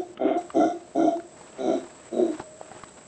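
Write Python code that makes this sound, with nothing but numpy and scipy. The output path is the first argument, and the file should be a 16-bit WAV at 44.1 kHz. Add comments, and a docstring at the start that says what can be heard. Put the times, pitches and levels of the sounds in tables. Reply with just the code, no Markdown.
"""Howler monkey in the forest

A howler monkey barks over and over from the trees: uneven pulses and puffs of air through the resonances
of a large throat, joined by wavering hoots, ring on in a short tail of scattered echoes.
Insects hiss high above, as a narrow throbbing band of noise, over soft forest air and a faint far tone.
Close by, a hand bumps the microphone's housing (short rings, thuds and ticks) and rubs it (coloured noise)."""
import sys
import numpy as np
from scipy import signal
from scipy.fft import rfft, irfft
from scipy.io import wavfile
from scipy.ndimage import uniform_filter1d

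SR = 44100
rng = np.random.default_rng(int(sys.argv[2]) if len(sys.argv) > 2 else 0)


def file_out(sig):
    """Save sig as 16-bit WAV at sys.argv[1]."""
    # one column per channel
    cols = np.atleast_2d(sig).T
    # limit, then scale
    lim = np.clip(cols, -1, 1)
    pcm = np.round(lim * 32767).astype(np.int16)
    wavfile.write(sys.argv[1], SR, pcm)


N = 135387
LEAD = SR // 4  # samples of run-up ahead of time 0, trimmed off in scene()
TIME = np.arange(-LEAD, N) / SR


def from_db(db):
    """Decibels to gain."""
    return 10 ** (np.asarray(db) / 20)


def rms_one(x):
    """Scale to rms 1."""
    return x / np.sqrt(np.mean(x ** 2) + 1e-20)


def white():
    """White noise for the whole scene."""
    return rng.standard_normal(len(TIME))


def level(rows):
    """Gain that follows a curve of (time [s], level [dB])."""
    return from_db(np.interp(TIME, *np.transpose(rows)))


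def cut(x, hz, kind, order=4):
    """Butterworth low- or high-pass."""
    return signal.sosfilt(signal.butter(order, hz, kind, fs=SR, output="sos"), x)


def drift(hz):
    """Random motion slower than about hz, of rms 1."""
    return rms_one(cut(white(), hz, "low", order=2))


def coloured(points):
    """Noise of rms 1 shaped by a curve of (frequency [Hz], level [dB per Hz])."""
    hz, db = np.transpose(points)
    bins = np.fft.rfftfreq(len(TIME), 1 / SR)
    gain = from_db(np.interp(np.log(bins + 1), np.log(hz), db))
    return rms_one(irfft(rfft(white()) * gain, len(TIME)))


def resonate(x, hz, width):
    """A resonance with steep skirts (two in series), gain about 1 on top."""
    r = np.exp(-np.pi * width * np.sqrt(2) / SR)
    b = (1 - r * r) / 2 * np.array([1, 0, -1])
    a = [1, -2 * r * np.cos(2 * np.pi * hz / SR), r * r]
    once = signal.lfilter(b, a, x + 1e-18)
    return signal.lfilter(b, a, once)


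def tract(x, resonances):
    """Resonances of the voice in parallel, signs alternating."""
    return sum((-1) ** k * from_db(db) * resonate(x, hz, width)
               for k, (hz, width, db) in enumerate(resonances))


def even(x, size=800):
    """Hold the short-term level at 1, over a window of size samples."""
    return x / np.sqrt(np.abs(uniform_filter1d(x * x, size=size)) + 1e-12)


def swell(start, length, attack, release):
    """Attack, hold and release, with rounded corners; all times in seconds."""
    rise = np.clip((TIME - start) / attack, 0, 1)
    fall = np.clip((start + length - TIME) / release, 0, 1)
    return uniform_filter1d(rise * fall, size=200)


def barks():
    """Uneven glottal pulses and puffs of air drive a low growl, a rasp, a buzz, a hiss and a thin wheeze."""
    # barks: (start [s], length [s], attack [s], pulse rate [Hz], growl [dB], chest [dB], mouth [dB],
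    #         rasp [dB], buzz pitch [Hz], buzz [dB], hiss [dB], wheeze [dB]); chest and mouth against throat
    bark_rows = [(-.2, 0.25, .04, 135, -29, -8, 2, -52, 2150, -70, -51, -78),
                 (0.19, 0.22, 0.036, 128, -23.5, -25, 5.5, -39, 2110, -43, -42.5, -55),
                 (0.539, 0.21, 0.022, 138.1, -22, -5, 6.5, -39.5, 2080, -45.5, -41.5, -58),
                 (0.947, 0.22, 0.0097, 137, -24.5, 0.5, 8, -44, 2194, -53, -44.5, -58.5),
                 (1.581, .24, 0.16, 130.2, -21.5, -5, 4.5, -44, 2230, -50, -46, -52),
                 (2.109, 0.23, 0.096, 117, -23.5, -8.5, -4.5, -53, 2290, -65, -55.5, -56)]
    # resonances of chest, throat and mouth: (centre [Hz], width [Hz], level [dB])
    chest = [(155, 21, -16.5), (241.5, 61, 1.5)]
    throat = [(309, 106, -1.5), (397, 64, -2), (515, 127, -5.5)]
    mouth = [(675.5, 117, -3.5), (729, 200, -17.5)]
    # upper resonances that carry the rasp and the breathy hiss: (centre [Hz], width [Hz], level [dB])
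    rasp = [(1130, 150, -5), (1396, 96, 2.5)]
    hiss = [(3155, 138, -1), (3557, 69, 3.5), (5460, 400, -9.5), (5825, 92, 2), (6300, 160, -1.5)]
    release_s, rasp_attack_s, rasp_release_s = 0.13, 0.21, 0.13
    onset_share = 0.23  # part of the level that is there within 15 ms
    onset_jitter, jitter, breakup_s = 0.02033, 0.065, 0.05  # a bark starts more regular and breaks up
    shimmer_db = 3.5  # spread of the pulse strength
    growl_noise, rasp_noise = 0.33, 0.99  # amount of puffs in each source
    growl_low_hz, growl_high_hz = 140, 816
    buzz_width_hz = 84
    wheeze_hz, wheeze_width_hz, wheeze_delay_s = 3858, 80, 0.017
    wheeze_stretch = 1.07  # length of the wheeze against that of the bark
    lock_share, lock_lead_s = 0.36, 0.092  # the growl thins by this share towards the end of a bark

    out = 0
    for (start, length, attack, hz, growl_db, chest_db, mouth_db,
         rasp_db, buzz_hz, buzz_db, hiss_db, wheeze_db) in bark_rows:
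        unevenness = np.interp(TIME, [start, start + breakup_s], [onset_jitter, jitter])
        cycles = np.cumsum(hz * (1 + unevenness * drift(90))) / SR
        clicks = np.diff(np.floor(cycles), prepend=0)
        pulses = rms_one(clicks * from_db(shimmer_db * drift(170)))
        puffs = rms_one(white() * np.exp(-2.5 * (cycles % 1)))  # breath fades within each cycle
        source = pulses + growl_noise * puffs
        airy = rasp_noise * puffs + (1 - rasp_noise) * pulses

        growl = tract(source, throat)
        growl = growl - from_db(chest_db) * tract(source, chest)
        growl = growl - from_db(mouth_db) * tract(source, mouth)
        growl = even(cut(cut(growl, growl_low_hz, "high"), growl_high_hz, "low"), size=1300)

        upper = from_db(rasp_db) * even(tract(airy, rasp))
        upper = upper + from_db(hiss_db) * even(tract(airy, hiss))
        upper = upper + from_db(buzz_db) * even(resonate(airy, buzz_hz, buzz_width_hz))

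        wheeze = even(resonate(puffs, wheeze_hz, wheeze_width_hz))
        wheeze = wheeze * swell(start + wheeze_delay_s, length * wheeze_stretch, 0.0045, release_s)

        gate = onset_share * swell(start, length, 0.015, release_s)
        effort = gate + (1 - onset_share) * swell(start, length, attack, release_s)
        strain = gate + (1 - onset_share) * swell(start, length, rasp_attack_s, rasp_release_s)
        thinning = swell(start + length - lock_lead_s, length, 0.01, release_s)
        effort = effort * (1 - lock_share * thinning)
        out = out + from_db(growl_db) * effort * growl + strain * upper + from_db(wheeze_db) * wheeze
    return out


def hoots():
    """The voice locks into clean, wavering tones, each with an octave and a weaker third harmonic."""
    # hoots: (start [s], length [s], first pitch [Hz], last pitch [Hz], level [dB],
    #         octave against the fundamental [dB])
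    hoot_rows = [(-.06, 0.08, 365, 353.2, -26, -39), (.002, 0.05, 700, 707, -36, -33),
                 (0.053, 0.072, 340, 344, -45, -33), (0.245, 0.032, 300, 341, -18, -30),
                 (0.301, 0.036, 310, 323, -24, -29), (.303, 0.03, 690, 680, -21.5, -42),
                 (0.343, 0.063, 685, 706, -26.5, -30), (0.355, 0.03, 340.7, 330, -20.5, -15.5),
                 (0.554, 0.064, 337, 302, -21.5, -22.5), (0.619, 0.075, 315.1, 326, -23, -37),
                 (.59, .07, 680, 695, -22, -14), (0.667, 0.064, 730, 666, -27, -27),
                 (0.725, 0.061, 340, 348, -33, -21.5), (0.765, 0.053, 700, 704, -56, -35),
                 (0.97, 0.081, 305, 343.4, -22.5, -16.5), (0.981, 0.068, 690, 696, -27.5, -13.5),
                 (1.027, 0.081, 312, 312.5, -22, -18), (1.065, 0.036, 685, 697, -18.5, -46),
                 (1.095, 0.069, 690, 676, -26.5, -34), (1.145, 0.064, 335, 350, -31.5, -36),
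                 (1.674, 0.045, 350, 324, -22.5, -10.5), (1.7, 0.031, 688, 671, -28.5, -10),
                 (1.726, 0.035, 660, 651, -24, -38), (1.732, .07, 359.8, 346, -29.5, -27),
                 (1.741, 0.036, 275, 261, -26.5, -33.5), (2.147, 0.061, 356.2, 365, -30, -16),
                 (2.189, 0.084, 364.7, 337, -21.5, -23), (2.18, 0.031, 645, 653, -24.5, -30),
                 (2.264, 0.043, 667.4, 640, -32, -29), (2.281, 0.039, 325, 305, -26, -20),
                 (2.302, 0.07, 312, 307, -34.5, -20)]
    fade_s, flutter_db, third_below_octave_db = 0.017, 1.15, -14
    wobble = 0.0246  # rms spread of the pitch, as a share of it

    out = 0
    for start, length, first_hz, last_hz, db, octave_db in hoot_rows:
        glide = np.interp(TIME, [start, start + length], [first_hz, last_hz])
        hz = glide * (1 + wobble * drift(70))
        phase = 2 * np.pi * np.cumsum(hz) / SR
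        overtones = np.sin(2 * phase) + from_db(third_below_octave_db) * np.sin(3 * phase)
        tone = np.sqrt(2) * (np.sin(phase) + from_db(octave_db) * overtones)
        strength = from_db(db + flutter_db * drift(63))
        out = out + strength * swell(start, length, fade_s, fade_s) * tone
    return out


def forest(x):
    """Trunks and leaves scatter the voice into a short, grainy tail."""
    low_t60_s, high_t60_s = 0.38, 0.37  # time to fall by 60 dB
    scatter_db, scatter_delay_s = -12.5, 0.025  # the tail builds up over the delay
    t = np.arange(SR) / SR
    sparse = rng.random(SR) < 1500 / SR  # about 1500 echoes a second
    echoes = rng.standard_normal(SR) * sparse * np.clip(t / scatter_delay_s, 0, 1) ** 2
    low = cut(echoes, 1100, "low", order=1)
    high = echoes - low
    tail = low * 1000 ** (-t / low_t60_s) + high * 1000 ** (-t / high_t60_s)
    tail = tail / np.linalg.norm(tail)
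    return x + from_db(scatter_db) * signal.fftconvolve(x, tail)[:len(x)]


def handling():
    """Short knocks ring the housing, each with a scuff, a thud and a tick, over uneven rubbing."""
    # bumps on the housing: (time [s], level [dB], ring pitch [Hz], decay by 60 dB [s],
    #                        thud [dB], tick [dB]); thud and tick against the bump's level
    bumps = [(.173, -37.5, 1275, 0.031, -7, -3), (.5025, -30, 1190, .02, -36, -30),
             (1.169, -36.5, 900, 0.028, -15, -14), (1.199, -38.5, 1500, 0.0084, -27, -16),
             (1.411, -40, 830, .05, -7, -14), (1.529, -57, 1830, 0.017, -17, 1),
             (2.395, -36.5, 1650, 0.013, -5, -13), (2.3985, -25, 806, .025, -3.5, -29),
             (2.407, -36, 890, 0.068, -9, -14.5), (2.6125, -28, 640, 0.01, -35, -35),
             (2.715, -35, 775, 0.032, -5, -30), (2.75, -38, 850, 0.027, -8, -27),
             (2.764, -39, 870, 0.023, -3, -26), (2.795, -50, 1510, .05, -17, -18),
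             (2.835, -32, 1146, 0.023, -7, -25), (2.841, -39, 1740, 0.01, -26, -11),
             (2.884, -50, 1500, .012, -15, -3)]
    # the hand rubbing: (time [s], level [dB])
    rubbing = [(0, -59.5), (.19, -59), (.28, -36.5), (.4, -51), (.85, -58), (1.3, -56.5), (1.55, -49),
               (1.85, -50.5), (2.05, -53), (2.36, -46), (2.5, -58), (2.66, -52), (2.77, -48), (2.92, -55),
               (3.07, -53)]
    # spectrum of the rubbing: (frequency [Hz], level [dB per Hz])
    rub_colour = [(100, -17), (350, 3), (800, -1), (1300, -4), (2200, -9.5), (4000, -17.5), (8000, -21)]
    scuff_share = 0.41  # noise against clean ring
    scuff_width_share = 0.53  # bandwidth of the scuff against the ring's pitch
    thud_hz, thud_width_hz = 197, 110

    out = level(rubbing) * coloured(rub_colour) * from_db(2.0 * drift(35))
    for start, db, hz, t60, thud_db, tick_db in bumps:
        age = np.maximum(TIME - start, 0)
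        ring = np.sqrt(2) * np.sin(2 * np.pi * hz * age)
        scuff = even(resonate(white(), hz, hz * scuff_width_share), size=200)
        thud = even(resonate(white(), thud_hz, thud_width_hz), size=400)
        tick = rms_one(resonate(white(), 2400, 4000))
        rise = np.minimum(age / 0.001, 1)
        fade = rise * 1000 ** (-np.maximum(age - 0.002, 0) / t60)
        body = (1 - scuff_share) * ring + scuff_share * scuff
        out = out + from_db(db) * fade * (body + from_db(thud_db) * thud + from_db(tick_db) * tick)
    return out


def insects():
    """A narrow high hiss that throbs with the insects' fast pulsing."""
    # the insects overhead: (time [s], level [dB])
    insect_level = [(0, -63), (.38, -56), (.7, -60), (1.25, -59), (1.4, -54.5), (1.65, -60), (1.8, -55),
                    (3.07, -54)]
    # spectrum of their hiss: (frequency [Hz], level [dB per Hz])
    insect_colour = [(6000, -33), (7000, -18.5), (7450, -5), (7700, -5), (7950, -0.5), (8200, -6.5),
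                     (8500, -25), (9000, -41.5)]
    pulse_hz, throb_depth = 60.5, 0.25
    phase = 2 * np.pi * np.cumsum(pulse_hz * (1 + 0.015 * drift(14))) / SR
    throb = 1 + throb_depth * (np.sin(phase) + 0.8 * np.cos(2 * phase))
    return level(insect_level) * rms_one(coloured(insect_colour) * throb)


def background():
    """Soft forest air as shaped noise, and a faint far tone as noise through a very narrow resonance."""
    # spectrum of the forest air: (frequency [Hz], level [dB per Hz])
    air_colour = [(30, -20), (70, -4), (150, 0.5), (300, 1), (600, -2), (1000, -12.5), (2000, -18.5),
                  (4000, -20), (7000, -21), (9000, -36.5)]
    # the faint far tone: (time [s], level [dB])
    hum_level = [(2.33, -58), (2.46, -47), (2.58, -51.5), (2.75, -56.5), (3.07, -68)]
    air_db, hum_hz, hum_width_hz = -53.5, 621, 11
    air = from_db(air_db) * coloured(air_colour)
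    hum = level(hum_level) * even(resonate(white(), hum_hz, hum_width_hz))
    return air + hum


def scene():
    """The monkey among the trees, the hand at the microphone, the insects and the air."""
    voice = forest(barks() + hoots())
    return (voice + insects() + background() + handling())[None, LEAD:]


def record(dry):
    """The treble drops out for a moment; the microphone hisses faintly; the top is cut."""
    dull_start_s, dull_end_s, dull_hz, dull_db = 0.147, 0.372, 3640, -23.5
    mic_hiss_db, cutoff_hz = -66, 8600
    inside = (TIME > dull_start_s) & (TIME < dull_end_s)
    dull = uniform_filter1d(1.0 * inside, size=40)[LEAD:]
    muffled = signal.sosfiltfilt(signal.butter(12, dull_hz, fs=SR, output="sos"), dry)
    sound = dry + dull * (1 - from_db(dull_db)) * (muffled - dry)
    sound = sound + from_db(mic_hiss_db) * rng.standard_normal(N)
    return signal.sosfiltfilt(signal.butter(20, cutoff_hz, fs=SR, output="sos"), sound)


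dry = scene()
out = record(dry)
file_out(out)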